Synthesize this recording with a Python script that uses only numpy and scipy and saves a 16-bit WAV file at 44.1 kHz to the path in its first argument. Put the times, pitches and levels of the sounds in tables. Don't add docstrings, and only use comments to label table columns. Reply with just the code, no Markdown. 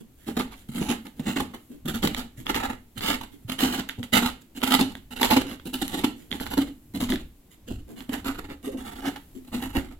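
import sys
import numpy as np
from scipy import signal
from scipy.fft import rfft, irfft, next_fast_len
from scipy.io import wavfile
from scipy.ndimage import map_coordinates

SR = 44100
rng = np.random.default_rng(int(sys.argv[2]) if len(sys.argv) > 2 else 0)


def waveform_to_disk(signal):
    frames = np.transpose(np.atleast_2d(signal))
    scaled = np.clip(frames, -1, 1) * 32767
    samples = np.round(scaled).astype(np.int16)
    wavfile.write(sys.argv[1], SR, samples)


N = 440559

# [start t/s, length/s, small-slip crunch level/dB, flesh creak re crunch level/dB,
# shell pitch f/Hz, lean on the counter level/dB]
STROKE_EVENTS = [(0.25, 0.313, -57, 3, 256.3, -45.5), (0.687, 0.284, -42.5, 0, 238.2, -43),
                 (1.174, 0.359, -54.5, 2, 233.9, -48.5), (1.858, .39, -48, -0.5, 243.9, -37),
                 (2.446, 0.2947, -40.5, 6.5, 259.7, -38), (2.958, 0.3002, -34, 0.5, 239.5, -42.5),
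                 (3.482, 0.3332, -33.5, -0.5, 257.5, -42), (4.136, .19, -36, 1.5, 242.7, -39),
                 (4.558, 0.4162, -44, -1, 258.1, -46), (5.108, .40, -37, 0, 257.2, -42),
                 (5.642, .48, -43.5, -2, 261.5, -43.5), (6.311, .38, -42, -0.5, 267.9, -41.5),
                 (6.93, 0.307, -48, 0, 254.2, -34.5), (7.66, 0.161, -55.5, -5.5, 269.5, -35),
                 (8.079, 0.406, -47.5, 5, 270.2, -40), (8.621, 0.565, -47, 3.5, 267.7, -45),
                 (9.443, 0.4937, -49, 2.5, 263.7, -40)]
# [t/s, rise/s, rind crunch level/dB, shell boom level/dB]
BIG_SLIPS = [(.263, 0.0231, -43, -29), (.365, 0.0065, -31.5, -20.5), (0.38, 0.0197, -33.5, -26),
             (.507, 0.0187, -48.5, -72), (.682, 0.0108, -50.5, -35.5), (.746, 0.0268, -38, -28.5),
             (.805, 0.0173, -37.5, -24.5), (.88, 0.02475, -30, -23.5), (1.046, 0.0174, -48.5, -41.5),
             (1.191, 0.00824, -48, -26.5), (1.252, 0.0346, -36.5, -25), (1.353, 0.0174, -33, -26),
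             (1.395, 0.00735, -28, -26), (1.409, 0.0101, -48, -24.5), (1.532, 0.01573, -44.5, -39.5),
             (1.85, 0.0095, -43.5, -27.5), (1.872, 0.0181, -32.5, -27.5), (1.934, 0.018, -35, -25.5),
             (2.021, 0.02126, -26.5, -20), (2.07, .005, -24.5, -26), (2.16, 0.02406, -33.5, -34.5),
             (2.452, 0.0126, -50, -41), (2.487, 0.01215, -30.5, -27.5), (2.54, 0.0201, -32, -30.5),
             (2.624, 0.018, -35, -35.5), (2.694, 0.00637, -40, -28), (2.952, 0.0207, -54.5, -40.5),
             (3.024, 0.044, -32, -40.5), (3.065, 0.0341, -28, -28.5), (3.494, 0.00333, -29, -24.5),
             (3.516, 0.0037, -29.5, -26.5), (3.585, 0.0226, -26.5, -36.5), (3.617, 0.02255, -26.5, -19),
             (3.688, 0.0431, -33, -31.5), (3.78, 0.0146, -33, -29.5), (3.876, 0.0224, -46, -47.5),
             (3.976, 0.0166, -56.5, -33), (4.026, 0.0122, -43.5, -40.5), (4.12, 0.0323, -23, -27),
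             (4.126, .008, -21.5, -23.5), (4.164, 0.0112, -20, -22.5), (4.216, 0.00943, -30.5, -22),
             (4.256, 0.00682, -25.5, -25.5), (4.56, 0.0146, -43.5, -37), (4.625, 0.01048, -24, -22.5),
             (4.659, 0.019, -29.5, -29.5), (4.701, 0.01274, -23, -22), (4.726, 0.01587, -18.5, -21),
             (4.785, 0.01777, -23.5, -18), (5.104, 0.0116, -49, -39.5), (5.21, 0.00493, -21.5, -24.5),
             (5.221, 0.01925, -22.5, -33), (5.295, .021, -21, -20.5), (5.362, 0.00777, -20, -12.5),
             (5.411, 0.0045, -33, -27), (5.506, 0.0227, -47, -37), (5.65, 0.015, -41.5, -31),
             (5.727, 0.01556, -31, -28), (5.814, 0.00763, -27, -23), (5.927, 0.01576, -32.5, -29.5),
             (5.964, 0.024, -35.5, -31.5), (6.035, 0.0074, -23.5, -14), (6.3, 0.0355, -45.5, -35.5),
             (6.398, 0.015, -40.5, -32), (6.53, 0.00715, -32.5, -29), (6.568, 0.0118, -31, -15),
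             (6.607, 0.0097, -34, -22), (6.935, 0.0216, -42, -29.5), (6.997, 0.021, -32.5, -24.5),
             (7.085, 0.01635, -33, -23.5), (7.118, 0.01387, -37, -24.5), (7.674, 0.0107, -45, -38.5),
             (7.698, 0.0131, -46.5, -29), (7.955, .036, -51.5, -44), (8.089, 0.00628, -45.5, -25),
             (8.115, 0.0222, -35.5, -32), (8.24, 0.0324, -36, -30.5), (8.383, 0.00715, -39.5, -33.5),
             (8.482, 0.026, -49, -38.5), (8.63, 0.0294, -46.5, -32), (8.728, 0.0191, -66, -28.5),
             (8.85, 0.0204, -45, -44), (9.029, 0.0327, -38, -33.5), (9.069, 0.01156, -37.5, -24.5),
             (9.156, 0.00741, -44.5, -54), (9.515, 0.0308, -39.5, -28), (9.606, 0.03, -40, -34.5),
             (9.745, 0.02505, -35, -24)]
# [t/s, crack level/dB, spray re crack level/dB]
FIBRE_SNAPS = [(1.067, -35.5, -5.5), (1.195, -30.5, -13), (2.028, -20.5, -20.5), (2.073, -14.5, -22),
               (2.146, -15.5, -11.5), (2.466, -14.5, -23), (2.544, -12.5, -21.5), (3.007, -16, -22.5),
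               (3.497, -22, -25), (3.889, -23, -5), (3.894, -19, -21), (4.029, -24.5, -12),
               (4.617, -19.5, -17), (4.708, -14, -14.5), (4.952, -25.5, -12), (5.23, -4.5, -11.5),
               (5.311, -11.5, -13), (5.513, -25, -23), (5.597, -32.5, -34), (5.879, -23.5, 1.5),
               (6.314, -17.5, -25.5), (6.326, -15, -28.5), (6.399, -24, -13.5), (6.465, -19, -15.5),
               (7.092, -18.5, -26), (7.121, -16, -16.5), (7.157, -19.5, -14), (8.005, -30, -18),
               (8.093, -31, -11.5), (9.161, -26, -17)]
# [t/s, level/dB, f/Hz]
COUNTER_KNOCKS = [(0.689, -28, 137.5), (0.806, -24, 165), (1.195, -26, 155), (1.702, -31.5, 247.3),
                  (1.85, -26.5, 161), (2.04, -27, 162.6), (2.376, -31.5, 113.5), (2.973, -30.5, 115.7),
                  (3.448, -28.5, 115), (3.985, -25.5, 109), (4.133, -26.5, 142.4), (7.682, -32.5, 483.8),
                  (7.709, -28, 60), (8.674, -23.5, 415.2), (8.689, -26.5, 528.4), (9.773, -16.5, 59.99)]
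# [t/s, rise/s, rustle level/dB, dull bump level/dB]
GRIP_SHIFTS = [(0.0, 0.0115, -58.5, -47.5), (0.16, 0.079, -62, -65), (0.55, 0.039, -56, -74.5),
               (1.686, 0.0382, -60.5, -50), (2.365, 0.0271, -50.5, -47.5), (3.31, 0.023, -58.5, -53),
               (4.41, .008, -54.5, -69.5), (6.15, 0.047, -57, -54), (7.501, 0.023, -56.5, -67.5),
               (7.87, 0.0349, -57.5, -41.5), (9.34, 0.0246, -58, -47)]

# [f/Hz, level/dB]
RIND_SPECTRUM = [(600, -41.5), (1800, -21), (2500, -9), (2900, 3), (3300, -5), (3550, -2.5), (4150, -4.5),
                 (5200, -16), (7000, -21), (12000, -49)]
# [f/Hz, level/dB]
FLESH_SPECTRUM = [(150, -20), (400, -3.5), (620, -8), (850, 2.5), (1050, -8.5), (1330, -2.5), (1600, -7.5),
                  (2100, -5), (2600, -17), (5000, -38)]
# [f/Hz, level/dB]
SPRAY_SPECTRUM = [(2000, -34.5), (5200, -14.5), (7300, 1.5), (9200, -6.5), (11500, 2), (13000, -5.5),
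                  (16000, -8.5)]
# [f/Hz, level/dB]
TICK_SPECTRUM = [(300, -7.5), (900, -9), (2000, -0.5), (2500, -4.5), (3300, 1), (4200, -7.5), (5300, -18),
                 (9000, -38.5)]
# [f/Hz, level/dB]
SHELL_SPECTRUM = [(20, -14), (70, -4), (125, -9), (190, 0), (260, 1), (340, 0.5), (500, 4.5), (900, 5),
                  (2500, -36)]
# [f/Hz, level/dB]
BUMP_SPECTRUM = [(100, -21.5), (200, -8), (270, 0), (380, -11.5), (600, -26.5), (3000, -54.5)]
# [f/Hz, level/dB]
RUMBLE_SPECTRUM = [(10, -5.5), (30, -5), (70, -7), (130, -16), (400, -37.5), (1500, -100.5)]
# [f/Hz, level/dB]
HISS_SPECTRUM = [(30, -30.5), (60, -21.5), (120, -11), (170, -14), (280, -9.5), (460, -23.5), (1400, -34.5),
                 (3300, -35.5), (5600, -40), (7500, -36), (9000, -38.5), (12000, -32), (16000, -37.5)]

# [f/Hz, t60/s]
KITCHEN_T60 = [(150, 0.418), (400, 0.318), (1000, 0.274), (3000, 0.3096), (7000, 0.252), (15000, 0.189)]
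# [f/Hz, level/dB]
LEFT_RIGHT_LEVEL = [(100, -0.5), (260, -1), (500, -2), (1000, -8), (2000, -6), (4000, -3.5), (8000, -3.5),
                    (11500, -12), (15000, 2.5)]
# [f/Hz, phase/rad]
LEFT_PHASE_LEAD = [(100, 0.4), (300, 0.1039), (600, -2.33), (950, 0.58), (1380, -0.18), (2070, 1.06),
                   (3010, 5), (3700, 7.5), (5500, 12), (7750, 16), (11000, 23), (16000, 30)]

TOP_HZ = 16100
SMALL_SLIPS_PER_S = 28
SMALL_RISE_S, SMALL_SCATTER_DB, SMALL_FADE_DB = .0115, -1.5, 10.5
RISE_SCATTER = .5
SMALL_BOOM_DB, BOOM_DB_PER_DB = -39.5, 0.38
MEDIUM_CRUNCH_DB, WET_DB, WET_FALL_DB_PER_DB = -38.5, -4, 0.14
PITCH_SCATTER = .03
DEEPER_CREAK_DB, DEEPER_DRY_DB, DEEPER_PITCH = 3, 4, 0.0698
LEAN_LAG_S, LEAN_WIDTH, LEAN_REST_DB = .02, 0.3646, -58
FLICKER_DB, FLICKER_HZ = 2.68, 6973


def amp(db):
    return 10 ** (np.asarray(db) / 20)


def unit(x):
    return x / np.sqrt(np.mean(x ** 2) + 1e-20)


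def along(points, hz):
    f, v = np.transpose(points)
    return np.interp(np.log(hz + 1), np.log(f + 1), v)


def filtered(x, response):
    m = next_fast_len(N + SR // 2)
    spectrum = rfft(x, m) * response(np.fft.rfftfreq(m, 1 / SR))
    return irfft(spectrum, m)[..., :N]


def ring(points, size=2048):
    cepstrum = irfft(np.log(amp(along(points, np.fft.rfftfreq(size, 1 / SR)))))
    cepstrum[1:size // 2] *= 2
    cepstrum[size // 2 + 1:] = 0
    h = irfft(np.exp(rfft(cepstrum)))
    return h / np.linalg.norm(h)


def coloured(x, points):
    return signal.fftconvolve(np.atleast_2d(x), ring(points)[None], axes=1)[:, :N]


def add(track, t_s, x):
    start = max(0, round(t_s * SR))
    part = track[..., start:start + x.shape[-1]]
    part += x[..., :part.shape[-1]]


def wobble(n, rate_hz):
    knots = rng.standard_normal(int(n * rate_hz / SR) + 4)
    return map_coordinates(knots, [np.arange(n) * rate_hz / SR])


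def leaning():
    t = np.arange(0, N, 100) / SR
    weight = np.zeros(len(t))
    for start, length, *_, db in STROKE_EVENTS:
        peak = start + length / 2 + LEAN_LAG_S
        weight += amp(db) * np.exp(-((t - peak) / (LEAN_WIDTH * length)) ** 2 / 2)
    return np.interp(np.arange(N) / SR, t, np.hypot(weight, amp(LEAN_REST_DB)))


def background(rumble_db, quiet_db):
    rumble = unit(filtered(rng.standard_normal(N), lambda hz: amp(along(RUMBLE_SPECTRUM, hz))))
    noise = rng.standard_normal((2, N))
    mid, side = filtered(noise, lambda hz: amp(along(HISS_SPECTRUM, hz)))
    side = filtered(side, lambda hz: 1.1 * hz / (hz + 900))
    hiss = unit(np.array([mid + side, mid - side]))
    treble = filtered(hiss, lambda hz: 1 - np.exp(-(hz / FLICKER_HZ) ** 4))
    hiss = hiss - treble + amp(FLICKER_DB * wobble(N, 5.4)) * treble
    hiss_gain = amp(quiet_db + .8 * wobble(N, 3))
    return amp(rumble_db) * leaning() * rumble + hiss_gain * hiss


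def slip_speed(rise_s):
    rise_s = max(rise_s, .002)
    u = np.arange(int(np.pi * SR * rise_s)) / (SR * rise_s)
    return u * np.exp((1 - u * u) / 2)


def fractures(n, per_second, scatter_db, rub, aim=0.42):
    chance, size = rng.random(n), rng.standard_normal(n)
    noise = rng.standard_normal((n, 5)).T
    bursts = (chance < per_second / SR) * amp(scatter_db * np.clip(size, -2, 2))
    bursts = unit(bursts * (np.sign(noise[0]) + aim * noise[1:3]))
    rubbing = rub * (noise[0] + aim * noise[3:])
    return unit(bursts + rubbing)


def pressed(speed, grains):
    x = speed * grains
    return x * np.linalg.norm(speed) / np.linalg.norm(x)


def gripping(rustle_db, bump_db):
    slide, bump = np.zeros((2, N)), np.zeros(N)
    for t_s, rise_s, db, low_db in GRIP_SHIFTS:
        speed = slip_speed(rise_s)
        grains = fractures(len(speed), per_second=3000, scatter_db=7, rub=0.46)
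        add(slide, t_s, amp(db + rustle_db) * pressed(speed, grains))
        add(bump, t_s, amp(low_db + bump_db) * speed * rng.standard_normal(len(speed)))
    rustle = coloured(slide, SPRAY_SPECTRUM) + 0.87 * coloured(slide, TICK_SPECTRUM)
    return rustle + coloured(bump, BUMP_SPECTRUM)


def small_slips():
    rows = []
    for start, length, db, *_ in STROKE_EVENTS:
        count = round(length * SMALL_SLIPS_PER_S)
        place = (np.arange(count) + rng.random(count)) / count
        size, sharp = np.clip(rng.standard_normal((count, 2)), -2, 2).T
        crunch_db = db - SMALL_FADE_DB * (2 * place - 1) ** 2 + SMALL_SCATTER_DB * size
        rise_s = SMALL_RISE_S * np.exp(RISE_SCATTER * sharp)
        boom_db = SMALL_BOOM_DB + BOOM_DB_PER_DB * (crunch_db - MEDIUM_CRUNCH_DB)
        rows += zip(start + length * place - rise_s, rise_s, crunch_db, boom_db)
    return rows


def slips():
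    t_s, rise_s, crunch_db, boom_db = np.transpose(BIG_SLIPS + small_slips())
    start, length, _, flesh_db, hz, _ = np.transpose(STROKE_EVENTS)
    middle = start + length / 2
    stroke = np.argmin(np.abs(t_s[:, None] - middle) - length / 2, axis=1)
    depth = np.clip((t_s + rise_s - middle[stroke]) / length[stroke], -.5, .5)
    creak_db = flesh_db[stroke] + DEEPER_CREAK_DB * depth
    wet_db = WET_DB - WET_FALL_DB_PER_DB * (crunch_db - MEDIUM_CRUNCH_DB) - DEEPER_DRY_DB * depth
    scatter = PITCH_SCATTER * rng.standard_normal(len(t_s))
    pitch_hz = hz[stroke] * (1 + DEEPER_PITCH * depth + scatter)
    return np.transpose([t_s, rise_s, crunch_db, creak_db, wet_db, boom_db, pitch_hz])


def cutting(moves, crunch_db, creak_db, spray_db):
    crack, creak, fizz = np.zeros((3, 2, N))
    for t_s, rise_s, db, flesh_db, wet_db, _, _ in moves:
        speed = slip_speed(rise_s)
        n = len(speed)
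        bundles = amp(2.5 * np.clip(wobble(n, 300), -1.5, 1.5))
        cells = fractures(n, per_second=800, scatter_db=4, rub=0.476, aim=0.378)
        flesh = fractures(n, per_second=700, scatter_db=1, rub=0.407, aim=0.098)
        judder = unit(cells + 1.695 * flesh)
        juice = unit(cells + fractures(n, per_second=1100, scatter_db=5, rub=0.58, aim=0.9))
        add(crack, t_s, amp(db + crunch_db) * pressed(speed, bundles * cells))
        add(creak, t_s, amp(db + flesh_db + creak_db) * pressed(speed, bundles * judder))
        add(fizz, t_s, amp(db + wet_db + spray_db) * pressed(speed, bundles * juice))
    crunch = coloured(crack, RIND_SPECTRUM) + coloured(creak, FLESH_SPECTRUM)
    return crunch, coloured(fizz, SPRAY_SPECTRUM)


def shell(moves, boom_db, width_hz):
    boom, t = np.zeros(N), np.arange(SR // 10) / SR
    for t_s, rise_s, *_, db, hz in moves:
        speed = slip_speed(rise_s)
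        mode = np.sin(2 * np.pi * hz * t) * np.exp(-np.pi * width_hz * t)
        flex = signal.fftconvolve(speed * rng.standard_normal(len(speed)), mode)
        flex *= np.linalg.norm(speed) / np.linalg.norm(flex)
        add(boom, t_s, amp(db + boom_db) * flex)
    return filtered(boom, lambda hz: amp(along(SHELL_SPECTRUM, hz)))


def rocking(knock_db, t60_s, attack_s):
    out, t = np.zeros(N), np.arange(SR // 4) / SR
    for t_s, db, hz in COUNTER_KNOCKS:
        envelope = amp(db + knock_db - 60 * t / t60_s) * (1 - np.exp(-t / attack_s))
        add(out, t_s, envelope * np.sin(2 * np.pi * hz * t))
    return out


def snapping(snap_db, spray_db, splinter, t60_s):
    crack, fizz = np.zeros((2, N))
    t = np.arange(SR // 50) / SR
    for t_s, db, wet_db in FIBRE_SNAPS:
        snap = splinter * rng.standard_normal(len(t)) * amp(-60 * t / t60_s) - (t == 0)
        add(crack, t_s + .001, amp(db + snap_db) * snap)
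        add(fizz, t_s + .001, amp(db + wet_db + spray_db) * snap)
    return coloured(crack, TICK_SPECTRUM) + coloured(fizz, SPRAY_SPECTRUM)


def kitchen(x, near_db, tail_db, alike, spread_s, count=14):
    out, step = np.zeros((2, N)), SR // 5
    for start in range(0, N, step):
        noise = rng.standard_normal((3, SR // 3))
        hz, t, z = signal.stft(noise[:2] + alike * noise[2], SR, nperseg=256)
        decay = amp(-60 * t / along(KITCHEN_T60, hz)[:, None]) * (1 - np.exp(-t / 0.002))
        tail = signal.istft(z * decay, SR, nperseg=256)[1]
        near = np.zeros_like(tail)
        for side in near:
            delay_s = .0002 + spread_s * rng.random(count) ** 2
            side[(delay_s * SR).astype(int)] = rng.standard_normal(count)
        near = amp(near_db) * near / np.linalg.norm(near, axis=1, keepdims=True)
        tail = amp(tail_db) * tail / np.linalg.norm(tail, axis=1, keepdims=True)
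        block = np.atleast_2d(x)[:, start:start + step]
        add(out, start / SR, signal.fftconvolve(block, near + tail, axes=1))
    return out


def ports(x):
    halves = np.array([[.5], [-.5]])
    return filtered(x, lambda hz: np.exp(1j * along(LEFT_PHASE_LEAD, hz) * halves))


def shading(hz):
    gains = amp(along(LEFT_RIGHT_LEVEL, hz) * np.array([[.5], [-.5]]))
    return gains / np.sqrt(np.mean(gains ** 2, axis=0))


def scene():
    moves = slips()
    crunch, spray = cutting(moves, crunch_db=-1.5, creak_db=-0.5, spray_db=-2.5)
    spray = spray + gripping(rustle_db=-3.0, bump_db=-0.5)
    boom = shell(moves, boom_db=0.5, width_hz=33.1)
    boom = boom + rocking(knock_db=2.0, t60_s=0.0904, attack_s=0.0034)
    snaps = snapping(snap_db=8, spray_db=9.0, splinter=0.099, t60_s=0.011)
    answer = kitchen(crunch, near_db=2.0, tail_db=-5.0, alike=0.076, spread_s=.0025, count=24)
    answer += kitchen(spray, near_db=4.5, tail_db=-0.5, alike=.1, spread_s=.002, count=24)
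    answer += kitchen(snaps, near_db=0, tail_db=-5.5, alike=0.18, spread_s=0.0011)
    answer += kitchen(boom, near_db=-16.5, tail_db=-10, alike=3.8, spread_s=0.0054)
    direct = ports(crunch + spray + snaps + boom)
    return filtered(direct + answer, shading) + background(rumble_db=-1.5, quiet_db=-58.0)


def record(dry):
    return filtered(dry, lambda hz: hz < TOP_HZ)


dry = scene()
out = record(dry)
waveform_to_disk(out)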